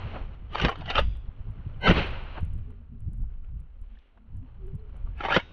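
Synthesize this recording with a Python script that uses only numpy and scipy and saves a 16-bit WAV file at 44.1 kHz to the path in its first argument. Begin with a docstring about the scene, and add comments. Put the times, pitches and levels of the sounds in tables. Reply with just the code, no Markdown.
"""Open grassland above a creek: a pump shotgun is racked, fired and racked again beside a muffled camera.
The slide scrapes along its rails, knocks against its stops and leaves the steel ringing. Each shot is a
blast of noise that rolls back off the land, a hillside answering last; an earlier one is still dying away
at first. Recoil and slide thud through the camera, wind eddies buffet the microphone, and a dog
faintly churns up spray and bubbles in the creek below."""
import sys
import numpy as np
from scipy import signal
from scipy.fft import rfft, irfft, next_fast_len
from scipy.io import wavfile
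from scipy.ndimage import uniform_filter1d

SR = 44100
rng = np.random.default_rng(int(sys.argv[2]) if len(sys.argv) > 2 else 0)


def materialize(psi):
    """Save the field psi as 16-bit PCM at rate SR to the path in sys.argv[1].

    A 1-D psi becomes a single channel; in a 2-D psi each row is a channel.
    """
    bounded = np.clip(np.atleast_2d(psi).T, -1, 1)
    quanta = np.round(bounded * 32767).astype(np.int16)
    wavfile.write(sys.argv[1], SR, quanta)


N = 243643
T = np.arange(N) / SR
HZ = np.fft.rfftfreq(next_fast_len(N, True), 1 / SR)
MODE_WIDTH_HZ = 78  # width of the peaks that a contact picks out
CONTACT_S, LEAD_S = 0.0014, 0.012  # attack of steel on steel; pre-roll ahead of each knock

# The wind bed, with one deep lull. Each row: time in seconds, rumble in dB, buffeting in dB.
BREEZE = [(0, -41, -38.5), (.45, -40, -47.5), (.85, -43, -42), (1.15, -33, -48.5), (1.35, -47.5, -51.5),
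          (2.1, -32.5, -39), (2.32, -39, -53), (2.6, -35, -36.5), (2.85, -48.5, -51.5), (3.1, -34, -38),
          (3.42, -35, -55.5), (3.7, -45, -70), (3.95, -40.5, -68.5), (4.05, -60.5, -78), (4.25, -52.5, -64),
          (4.35, -47, -50), (5.15, -36.5, -46.5), (5.52, -51.5, -50.5)]
# Gusts thumping the microphone. Each row: peak in seconds, rumble in dB, buffeting in dB,
# length in seconds.
GUSTS = [(0.063, -48, -29.5, 0.036), (0.234, -31, -46, 0.08), (1.034, -23.5, -35.5, 0.17),
         (1.082, -46, -29.5, 0.033), (1.289, -30.5, -37, 0.018), (1.407, -31.5, -39, 0.024),
         (1.491, -34, -34, 0.071), (1.668, -38.5, -28, 0.026), (2.174, -37, -39, 0.052),
         (2.431, -28.5, -23, 0.034), (2.524, -33, -35.5, 0.15), (3.079, -40, -25.5, 0.026),
         (3.232, -24.5, -37.5, 0.045), (3.559, -36.5, -40.5, 0.15), (3.824, -33, -73.5, 0.027),
         (4.373, -38, -36.5, 0.12), (4.667, -36, -49.5, 0.15), (4.748, -37, -28, 0.03),
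         (5.05, -27, -42.5, 0.034), (5.096, -35, -38.5, 0.044)]
# EQ curves of the large and the small eddies. Each row: frequency in Hz, gain in dB.
RUMBLE_EQ = [(8, -4.5), (22, 9), (45, 3.5), (68, -0.5), (92, -31.5), (200, -64), (500, -96.5), (2000, -130)]
BUFFET_EQ = [(40, -18), (85, 6.5), (110, 2.5), (165, -10), (210, -16), (300, -31.5), (500, -45.5),
             (1200, -84.5), (4000, -120)]
# Hollow hums in the wind. Each row: peak in seconds, pitch in Hz, level in dB, length in seconds.
HUMS = [(2.705, 235, -53, 0.1), (2.708, 403, -60, 0.11), (2.81, 231, -55.5, .06), (2.94, 226, -48, 0.066),
        (2.962, 400, -66.5, .07), (3.086, 309, -54.5, 0.031), (3.205, 227, -52.5, .11),
        (3.38, 230, -63, .06), (3.82, 222, -63, .06), (3.936, 230, -59, 0.068), (4.239, 222.5, -59.5, 0.12),
        (4.437, 251, -48.5, 0.043), (4.671, 388, -49.5, 0.11), (4.829, 426, -58, 0.13)]
# The dog's churning, fainter as it swims behind the bank. 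Each row: time in seconds, level in dB.
CHURN = [(0, -49), (.2, -47.5), (.28, -56), (.5, -63), (1.3, -61.5), (1.75, -58), (2.3, -62.5), (2.47, -69),
         (2.65, -66), (2.95, -71), (4.35, -70.5), (4.5, -67.5), (5.52, -60)]
# Splashes poking out of the churn. Each row: peak in seconds, level in dB, length in seconds.
SPLASHES = [(0.28, -67, .008), (0.34, -54.5, 0.027), (1.411, -64.5, 0.051), (1.625, -68, 0.093),
            (2.588, -60.5, 0.027), (2.705, -62.5, .025), (3.33, -68, 0.083), (3.45, -68.5, 0.044),
            (3.602, -68, 0.049), (4.48, -66, 0.067), (4.684, -67.5, 0.0077), (4.895, -62.5, 0.027),
            (4.952, -60.5, 0.059)]
# EQ curves of the water, the cloth and the ticks. Each row: frequency in Hz, gain in dB.
WATER_EQ = [(90, -15.5), (190, -12), (240, -3.5), (320, -9.5), (410, -10), (650, -14.5), (1000, -16),
            (1360, -16.5), (1750, -23), (2400, -23.5), (3000, -23), (3500, -32.5), (4300, -35.5),
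            (4800, -49.5), (5700, -46.5), (6500, -55.5), (8500, -85.5)]
CLOTH_EQ = [(300, -23.5), (1000, -4.5), (1800, 2.5), (3000, 4.5), (4200, -10.5), (5000, -23), (6000, -21.5),
            (8000, -55)]
TICK_EQ = [(2000, -22.5), (5000, -16), (8000, -3.5), (9500, 0), (10300, 6.5), (11000, -22)]
# The rustle as the gun is lowered. One row: peak in seconds, level in dB, length in seconds.
RUSTLE = (3.985, -73, 0.3)
# Dry ticks in the top end. Each row: time in seconds, level in dB.
TICKS = [(.533, -61), (.618, -51), (.703, -49.5), (0.789, -60), (.917, -58), (1.002, -45.5), (1.087, -59),
         (1.172, -57.5), (1.513, -63.5), (1.813, -61), (1.855, -47.5), (1.94, -48.5), (1.985, -51.5),
         (2.068, -55), (2.11, -59), (2.238, -61.5), (2.408, -55.5), (2.452, -52.5), (2.537, -52),
         (2.58, -61.5), (2.707, -62), (3.006, -55), (3.134, -53), (3.177, -61.5), (3.219, -59.5),
         (3.603, -58), (3.816, -59), (4.37, -59.5), (4.669, -58.5), (4.754, -55), (4.968, -58),
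         (5.181, -61), (5.266, -56), (5.309, -51), (5.352, -48.5)]
# Jolts through the shooter's body. Each row: peak in seconds, thud in dB, length in seconds,
# low-pass corner in Hz, boom of the stock in dB.
JOLTS = [(0.623, -33.5, 0.011, 80, -32), (0.65, -21, 0.052, 58, -36.5), (0.793, -43.5, .035, 80, -40),
         (0.993, -33, 0.033, 50, -41.5), (1.903, -12.5, 0.043, 54.8, -28),
         (1.977, -22.5, 0.07, 30.86, -38.5), (5.326, -43, .06, 80.5, -38), (5.373, -18.5, 0.017, 92, -35)]
# Steel shimmer after the action closes. Each row: start in seconds, level in dB, t60 in seconds.
SHIMMERS = [(.985, -51.5, 0.55), (5.365, -52.5, 0.65)]
# EQ curves of that shimmer and of the gun's steel and stock. Each row: frequency in Hz, gain in dB.
SHIMMER_EQ = [(600, -24.5), (1500, -7.5), (2800, 1.5), (3700, -4), (4400, -15.5), (5700, -18), (6500, -23),
              (7500, -44)]
GUN_EQ = [(120, -36.5), (250, -13.5), (390, -8), (520, -8.5), (650, -2), (850, -2.5), (1400, -5.5),
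          (2300, -12), (3000, -9.5), (3350, -19), (3650, -14), (4150, -28.5), (5000, -34), (6200, -37.5),
          (7000, -49), (8500, -65)]
# Resonances of the gun. Each row: centre in Hz, width in Hz, boost in dB.
GUN_MODES = [(470, 130, 3), (1080, 77, -5), (2303, 98, -2.5), (3100, 130, 2.5), (3700, 120, 0),
             (4500, 330, 9.5), (5546, 380, 3)]
# Steel singing on after the slide stops. Each row: start in seconds, pitch in Hz, level in dB,
# t60 in seconds.
STEEL_NOTES = [(.984, 1990, -52, .26), (0.985, 2616, -58.5, 0.54), (0.986, 3337, -58, 0.78),
               (0.986, 3530, -56, 0.58), (0.984, 4762, -58, 0.42), (5.365, 1496, -57, 0.97),
               (5.365, 3000, -61, 0.36), (5.365, 3740, -57, .75)]
# Strokes of the slide. Each row: start and stop in seconds, level at the stop in dB, rattle t60 in
# seconds, rail pitch at the start and at the stop in Hz, rail level against the grit in dB.
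STROKES = [(0.538, 0.648, -27, 0.23, 3075, 2960, -9.5), (0.763, 0.801, -50, 0.54, 3120, 3080, -7.5),
           (0.885, 0.912, -33, 0.15, 3113, 2620, -7.5), (0.96, 0.986, -25.5, 0.12, 2750, 2803, -4.5),
           (5.203, 5.262, -35.5, .11, 2450, 1990, -5), (5.293, 5.312, -32.5, .15, 2054, 2500, -0.5),
           (5.312, 5.366, -25, .12, 1500, 1886, -1.5)]
# Knocks of the gun as it is racked and handled, and sharp cracks within the blast. Each row: time in
# seconds, level in dB, ring pitch in Hz, relative ring level in dB, treble tilt in dB, t60 in seconds.
KNOCKS = [(.549, -31.5, 827, 6.5, 2, 0.043), (0.5562, -24, 1235, 4.5, -0.5, 0.015),
          (0.5835, -29.5, 1605, -4, 2.5, 0.043), (0.6, -25.5, 1490, 4.5, 2, 0.028),
          (.615, -28, 964, -24, 10, 0.065), (0.6495, -16.5, 493, -2.5, 0, 0.062),
          (.685, -23.5, 765, 3, -1.5, 0.023), (0.693, -22.5, 1090, 2, -1.5, 0.051),
          (0.716, -31.5, 795, 6.5, 0, 0.028), (0.7241, -33, 1110, -2.5, -3, 0.066),
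          (0.7575, -37.5, 1290, -2, 1.5, 0.03), (0.81, -43, 1030, -1, 2, 0.039),
          (0.8189, -36, 950, -7, -8, 0.05), (0.859, -41, 1320, -11, 8, 0.044),
          (.902, -22.5, 1026, -9, 4.5, .05), (.956, -21, 3110, 3, -1, 0.029),
          (.982, -18.5, 1244, 4.5, 3, 0.07), (.992, -16.5, 553, -0.5, -2.5, 0.027),
          (1.875, -21, 1335, 7, 0, 0.063), (1.89, -19, 514, -3.5, 5, 0.062),
          (1.903, -18.5, 587, -6, 0.5, 0.083), (3.241, -60.5, 814, -5.5, -8.5, 0.024),
          (3.956, -63.5, 2950, -6.5, -1, 0.021), (3.974, -65, 1740, 10, -1, 0.015),
          (3.989, -65, 3310, -8, 17, .03), (4.175, -51.5, 916, -10.5, -9.5, 0.027),
          (4.796, -65, 4130, -4, -1.5, .04), (5.074, -50, 1164, 4, -14, 0.03),
          (5.208, -27.5, 1350, 4, -5, 0.027), (5.2391, -28.5, 905, -3, 0, 0.052),
          (5.251, -23.5, 787, 2.5, -3, 0.095), (5.286, -25, 1155, -2.5, -5, 0.043),
          (5.3065, -23.5, 1263, -6, -6, 0.088), (5.325, -24.5, 1376, 8.5, 3.5, 0.049),
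          (5.343, -24.5, 1777, -6, 5, 0.12), (5.354, -27.5, 1750, -12, 5.5, 0.06),
          (5.365, -14, 523, -0.5, 0.5, 0.054), (5.399, -36.5, 2240, 3.5, 3, 0.052)]
# A hollow swell just before each shot. Each row: centre in Hz, width in Hz, relative level in dB.
SWELL_BANDS = [(179.5, 50, -3), (398.5, 74, -6), (536, 140, -1), (810, 190, -2), (980, 120, -4),
               (1550, 76, 2.5), (2049, 150, 0.5), (2414, 110, -12), (2728, 400, -6), (2990, 170, -2),
               (3915, 320, -13), (4290, 220, -13.5), (5500, 740, -28.5), (6497, 400, -39)]
# EQ curve of the shot's roar. Each row: frequency in Hz, gain in dB.
REPORT_EQ = [(88, -22), (160, -12), (310, -14.5), (540, -13.5), (1000, -15.5), (1450, -16), (1750, -19.5),
             (2400, -17.5), (3000, -16.5), (3400, -26), (4200, -28), (4900, -41), (6200, -47), (7000, -55),
             (8500, -77.5)]
# The direct blast, then its echoes off water, creek bank, grass slope, far rise and hillside.
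# Each row: delay in seconds, level in dB, attack in seconds, t60 in seconds, treble corner in Hz,
# midrange boost in dB.
SHOT_PATHS = [(.01, -18, 0.0055, 0.12, 8370, 3), (0.042, -20, .008, .075, 4000, 2),
              (0.111, -26, 0.049, 0.45, 5400, -2), (0.269, -43, 0.034, 1, 4860, 1.5),
              (.51, -50.5, 0.21, 0.21, 4500, -2), (0.512, -37, 0.019, 0.079, 1640, 5.5)]
# The shots, the first fired before the scene opens. Each row: time in seconds, level in dB.
SHOTS = [(-.348, 1), (1.87, 0.5)]


def gain_of(db):
    """Decibels to amplitude."""
    return 10 ** (np.asarray(db) / 20)


def unit_rms(x):
    """Scales to an rms of one."""
    return x / np.sqrt(np.mean(x ** 2) + 1e-20)


def eq_db(points, hz=HZ):
    """An EQ curve in dB, its points joined on a log-frequency axis."""
    point_hz, db = np.transpose(points)
    return np.interp(np.log(hz + 1), np.log(point_hz + 1), db)


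def fader(curve, column=1):
    """Rides one dB column of a table, giving a gain for every sample."""
    rows = np.array(curve)
    return gain_of(np.interp(T, rows[:, 0], rows[:, column]))


def colour(x, db):
    """Filters a whole track by a gain in dB per bin; rms one."""
    size = next_fast_len(N, True)
    return unit_rms(irfft(rfft(x, size) * gain_of(db), size)[:N])


def noise(db):
    """White noise through an EQ; rms one."""
    return colour(rng.standard_normal(N), db)


def steadied(x, seconds):
    """Levels out the slow swell of a noise, leaving its fine grain."""
    power = abs(uniform_filter1d(x ** 2, max(int(seconds * SR), 8)))
    return x / np.sqrt(power + 1e-9)


def wobble(rate_hz):
    """Random movement up to about the given rate; rms one."""
    return noise(-10 * np.log10(1 + (HZ / rate_hz) ** 8))


def noise_band(hz, width_hz):
    """A steady band of noise: a rough, wavering note."""
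    band = noise(-10 * np.log10(1 + (2 * (HZ - hz) / width_hz) ** 6))
    return steadied(band, 1 / width_hz)


def ripple(hz=HZ):
    """Random peaks and dips along a spectrum, rms one, so that no two hits share a colour."""
    peak = np.hanning(int(2 * MODE_WIDTH_HZ / hz[1]) + 3)
    return unit_rms(signal.fftconvolve(rng.standard_normal(len(hz)), peak, "same"))


def grains(per_s, spread_db):
    """Random clicks; more spread makes a few jump out."""
    size = gain_of(spread_db * np.minimum(rng.exponential(1, N), 4))
    return unit_rms(size * rng.standard_normal(N) * (rng.random(N) < per_s / SR))


def swell(s, length):
    """A rounded rise and fall about a moment."""
    return np.exp(-(2 * (T - s) / length) ** 2)


def burst(s, attack, t60):
    """An envelope that climbs to a moment and dies after it."""
    return np.exp(np.minimum(T - s, 0) / attack) * gain_of(-60 * np.maximum(T - s, 0) / t60)


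def add(mix, s, sound):
    """Mixes a sound in at a time."""
    part = mix[max(round(s * SR), 0):][:len(sound)]
    part += sound[:len(part)]


def wind(buffet_db=-1, heave_db=1, flutter_db=3.0, eddy_hz=16):
    """Large eddies rumble; small ones buffet in quick lumps. Gusts ride on an uneven breeze."""
    rumble = steadied(noise(eq_db(RUMBLE_EQ)), 0.035)
    buffet = steadied(noise(eq_db(BUFFET_EQ)), 0.014)
    eddies = wobble(eddy_hz)
    large = fader(BREEZE) * gain_of(heave_db * eddies)
    small = fader(BREEZE, column=2) * gain_of(flutter_db * eddies)
    for s, large_db, small_db, length in GUSTS:
        gust = swell(s, length)
        large = np.hypot(large, gain_of(large_db) * gust)
        small = np.hypot(small, gain_of(small_db) * gust)
    return rumble * large + gain_of(buffet_db) * buffet * small


def hums(width_hz=42):
    """Short, rough, hollow notes, barely above the wind."""
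    return sum(gain_of(db) * noise_band(hz, width_hz) * swell(s, length) for s, hz, db, length in HUMS)


def dog_in_creek(bubble_db=-7, slosh_db=0.8, slosh_hz=12):
    """Churned water: a sloshing wash of spray and small bubbles that rise in pitch as they die."""
    t, bubbles = T[:2048], np.zeros(N)
    for hz in np.geomspace(450, 4200, 24):
        bubble = np.sin(2 * np.pi * hz * t * (1 + 3 * t)) * np.exp(-t * hz / 5)
        stream = signal.oaconvolve(grains(per_s=34, spread_db=1.8), bubble)[:N]
        bubbles += unit_rms(stream) * hz ** 0.2
    water_db = eq_db(WATER_EQ)
    spray = colour(grains(per_s=6800, spread_db=2.5), water_db)
    splashes = sum(gain_of(db) * swell(s, length) for s, db, length in SPLASHES)
    churn = fader(CHURN) * gain_of(slosh_db * wobble(slosh_hz))
    return np.hypot(churn, splashes) * (spray + gain_of(bubble_db) * colour(bubbles, water_db))


def cloth_rustle():
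    """Cloth brushes past the camera in fine grains."""
    s, db, length = RUSTLE
    return gain_of(db) * swell(s, length) * colour(grains(per_s=5000, spread_db=0), eq_db(CLOTH_EQ))


def ticks(trim_db=3, size=256):
    """Thin, dry ticks, each a single bright click."""
    tone = gain_of(eq_db(TICK_EQ, np.fft.rfftfreq(size, 1 / SR)))
    click = np.roll(irfft(tone), size // 2)
    out = np.zeros(N)
    for s, db in TICKS:
        add(out, s - size / 2 / SR, gain_of(db + trim_db) * click / click.max())
    return out


def field_reverb(x, wet_db=-31, t60=0.18):
    """Grass and banks scatter a faint tail back."""
    t = T[:SR]
    tail = rng.standard_normal(len(t)) * gain_of(-60 * t / t60) * (1 - np.exp(-t / 0.01))
    return x + gain_of(wet_db) * signal.fftconvolve(x, tail / np.linalg.norm(tail))[:N]


def jolts(low_cut_hz=18, high_cut_hz=380):
    """Recoil and the slamming slide shake the camera: deep thuds with a hollow boom above them."""
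    out = np.zeros(N)
    boom = noise_band(hz=180, width_hz=250)
    band_loss = (1 + (HZ / high_cut_hz) ** 6) * (1 + (low_cut_hz / (HZ + 1)) ** 4)
    for s, db, length, corner_hz, boom_db in JOLTS:
        loss = (1 + (HZ / corner_hz) ** 2) * band_loss
        thud = steadied(noise(-10 * np.log10(loss)), 0.013)
        out += (gain_of(db) * thud + gain_of(boom_db) * boom) * swell(s, length)
    return out


def steel_shimmer():
    """Countless thin modes of the steel die away together under its few clear notes."""
    modes = noise(eq_db(SHIMMER_EQ))
    return modes * sum(gain_of(db) * burst(s, CONTACT_S, t60) for s, db, t60 in SHIMMERS)


def steel_ring(twin_db=-11.5, buzz_depth=0.33, buzz_hz=70):
    """Each steel note beats against a weaker twin close by, and loose parts make it buzz."""
    t, steel = T[:SR], np.zeros(N)
    for s, hz, db, t60 in STEEL_NOTES:
        beat_hz = 7.1 * rng.uniform(0.26, 1.3)
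        twin = gain_of(twin_db) * np.sin(2 * np.pi * ((hz + beat_hz) * t + rng.random()))
        add(steel, s, gain_of(db - 60 * t / t60) * (np.sin(2 * np.pi * hz * t) + twin))
    return steel * (1 + buzz_depth * wobble(buzz_hz))


def gun_body_db(hz):
    """The body of the gun: a broad slope shaped by its resonances."""
    resonances = sum(db / (1 + (2 * (hz - centre) / width) ** 2) for centre, width, db in GUN_MODES)
    return eq_db(GUN_EQ, hz) + resonances


def slide_scrape(trim_db=-1, ripple_db=3.5, rail_width_hz=400, grip_db_per_s=537, speedup_db_per_s=124):
    """The slide bites, grinds louder as it gathers speed, then rattles out; one rail's note glides."""
    out = np.zeros(N)
    for start, stop, db, t60, start_hz, stop_hz, rail_db in STROKES:
        friction = 0.5 * rng.standard_normal(N) + 0.5 * grains(per_s=2500, spread_db=2.5)
        grit = steadied(colour(friction, gun_body_db(HZ) + ripple_db * ripple()), 0.021)
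        cycles = np.cumsum(np.interp(T, [start, stop], [start_hz, stop_hz])) / SR
        rail = unit_rms(wobble(rail_width_hz / 2) * np.sin(2 * np.pi * cycles))
        grip_db = grip_db_per_s * np.minimum(T - start, 0)
        speed_db = speedup_db_per_s * (np.clip(T, start, stop) - stop)
        decay_db = -60 * np.maximum(T - stop, 0) / t60
        out += (grit + gain_of(rail_db) * rail) * gain_of(trim_db + db + grip_db + speed_db + decay_db)
    return out


def knock(ring_hz, ring_db, treble_db, t60, crack_db=3, ripple_db=5.5, size=8192):
    """One hard hit: a crack, a dense cluster of dying modes and a single ringing note."""
    t, hz = np.arange(size) / SR - LEAD_S, np.fft.rfftfreq(size, 1 / SR)
    decay_db = -60 * np.maximum(t, 0) / t60
    tilt_db = treble_db * np.tanh(np.log(hz / 1800 + 1e-6) * 2)  # pivots at 1800 Hz
    tone = gain_of(gun_body_db(hz) + tilt_db + ripple_db * ripple(hz))
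    pulse = np.roll(irfft(tone), round(LEAD_S * SR))
    crack = gain_of(crack_db) * pulse / abs(pulse).max()
    modes = irfft(tone * np.exp(2j * np.pi * rng.random(len(hz))))
    cluster = steadied(modes, 0.033) * gain_of(decay_db)
    note = gain_of(ring_db + decay_db / 0.95) * np.sin(2 * np.pi * ring_hz * t)  # dies a touch sooner
    attack = np.exp(np.minimum(t, 0) / CONTACT_S)
    return crack + (cluster + note) * attack


def knocks_and_cracks(trim_db=-1):
    """Parts knock together as the gun is racked and handled; sharp cracks cut through the blast."""
    out = np.zeros(N)
    for s, db, *voicing in KNOCKS:
        add(out, s - LEAD_S, gain_of(db + trim_db) * knock(*voicing))
    return out


def pre_shot_swell(trim_db=-19.0, attack_s=0.024, t60=0.07):
    """A short, hollow, ringing swell of noise bands heard just before each shot."""
    out = np.zeros(N)
    bands = unit_rms(sum(gain_of(db) * noise_band(hz, width) for hz, width, db in SWELL_BANDS))
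    for s, shot_db in SHOTS:
        gate = np.clip((T - s + 0.073) / 0.046, 0, 1)
        out += gain_of(trim_db + shot_db) * bands * burst(s, attack_s, t60) * gate
    return out


def shot_roar(ripple_db=0.76, mid_hz=650):
    """The direct blast and each echo is a roaring burst in its own colour, the hillside's the dullest."""
    out = np.zeros(N)
    mids = np.exp(-np.log((HZ + 1) / mid_hz) ** 2)  # the octaves that the ground lifts or scoops
    for delay, db, attack, t60, corner_hz, mid_db in SHOT_PATHS:
        path_db = mid_db * mids - 10 * np.log10(1 + (HZ / corner_hz) ** 4)
        roar = steadied(noise(eq_db(REPORT_EQ) + path_db + ripple_db * ripple()), 0.02)
        for s, shot_db in SHOTS:
            gate = np.clip((T - s) / 0.064 + 1, 0, 1)  # opens just ahead of the shot
            out += gain_of(db + shot_db) * burst(s + delay, attack, t60) * roar * gate
    return out


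def scene():
    """Gun up front, wind and water behind, all at one microphone."""
    close_up = field_reverb(knocks_and_cracks() + slide_scrape() + steel_ring())
    foreground = close_up + shot_roar() + pre_shot_swell() + jolts()
    return (foreground + wind() + hums() + dog_in_creek() + cloth_rustle() + steel_shimmer())[None]


def record(dry, hiss_db=-97.0, muffle_hz=7300, band_limit_hz=10600):
    """The housing muffles the treble; faint ticks and hiss lie on top, then a steep high cut."""
    muffled = signal.sosfilt(signal.butter(8, muffle_hz, fs=SR, output="sos"), dry)
    hissy = muffled + ticks() + gain_of(hiss_db) * rng.standard_normal(dry.shape)
    high_cut = signal.firwin(255, band_limit_hz, window=("kaiser", 8), fs=SR)
    return signal.oaconvolve(hissy, high_cut[None], "same")


dry = scene()
out = record(dry)
materialize(out)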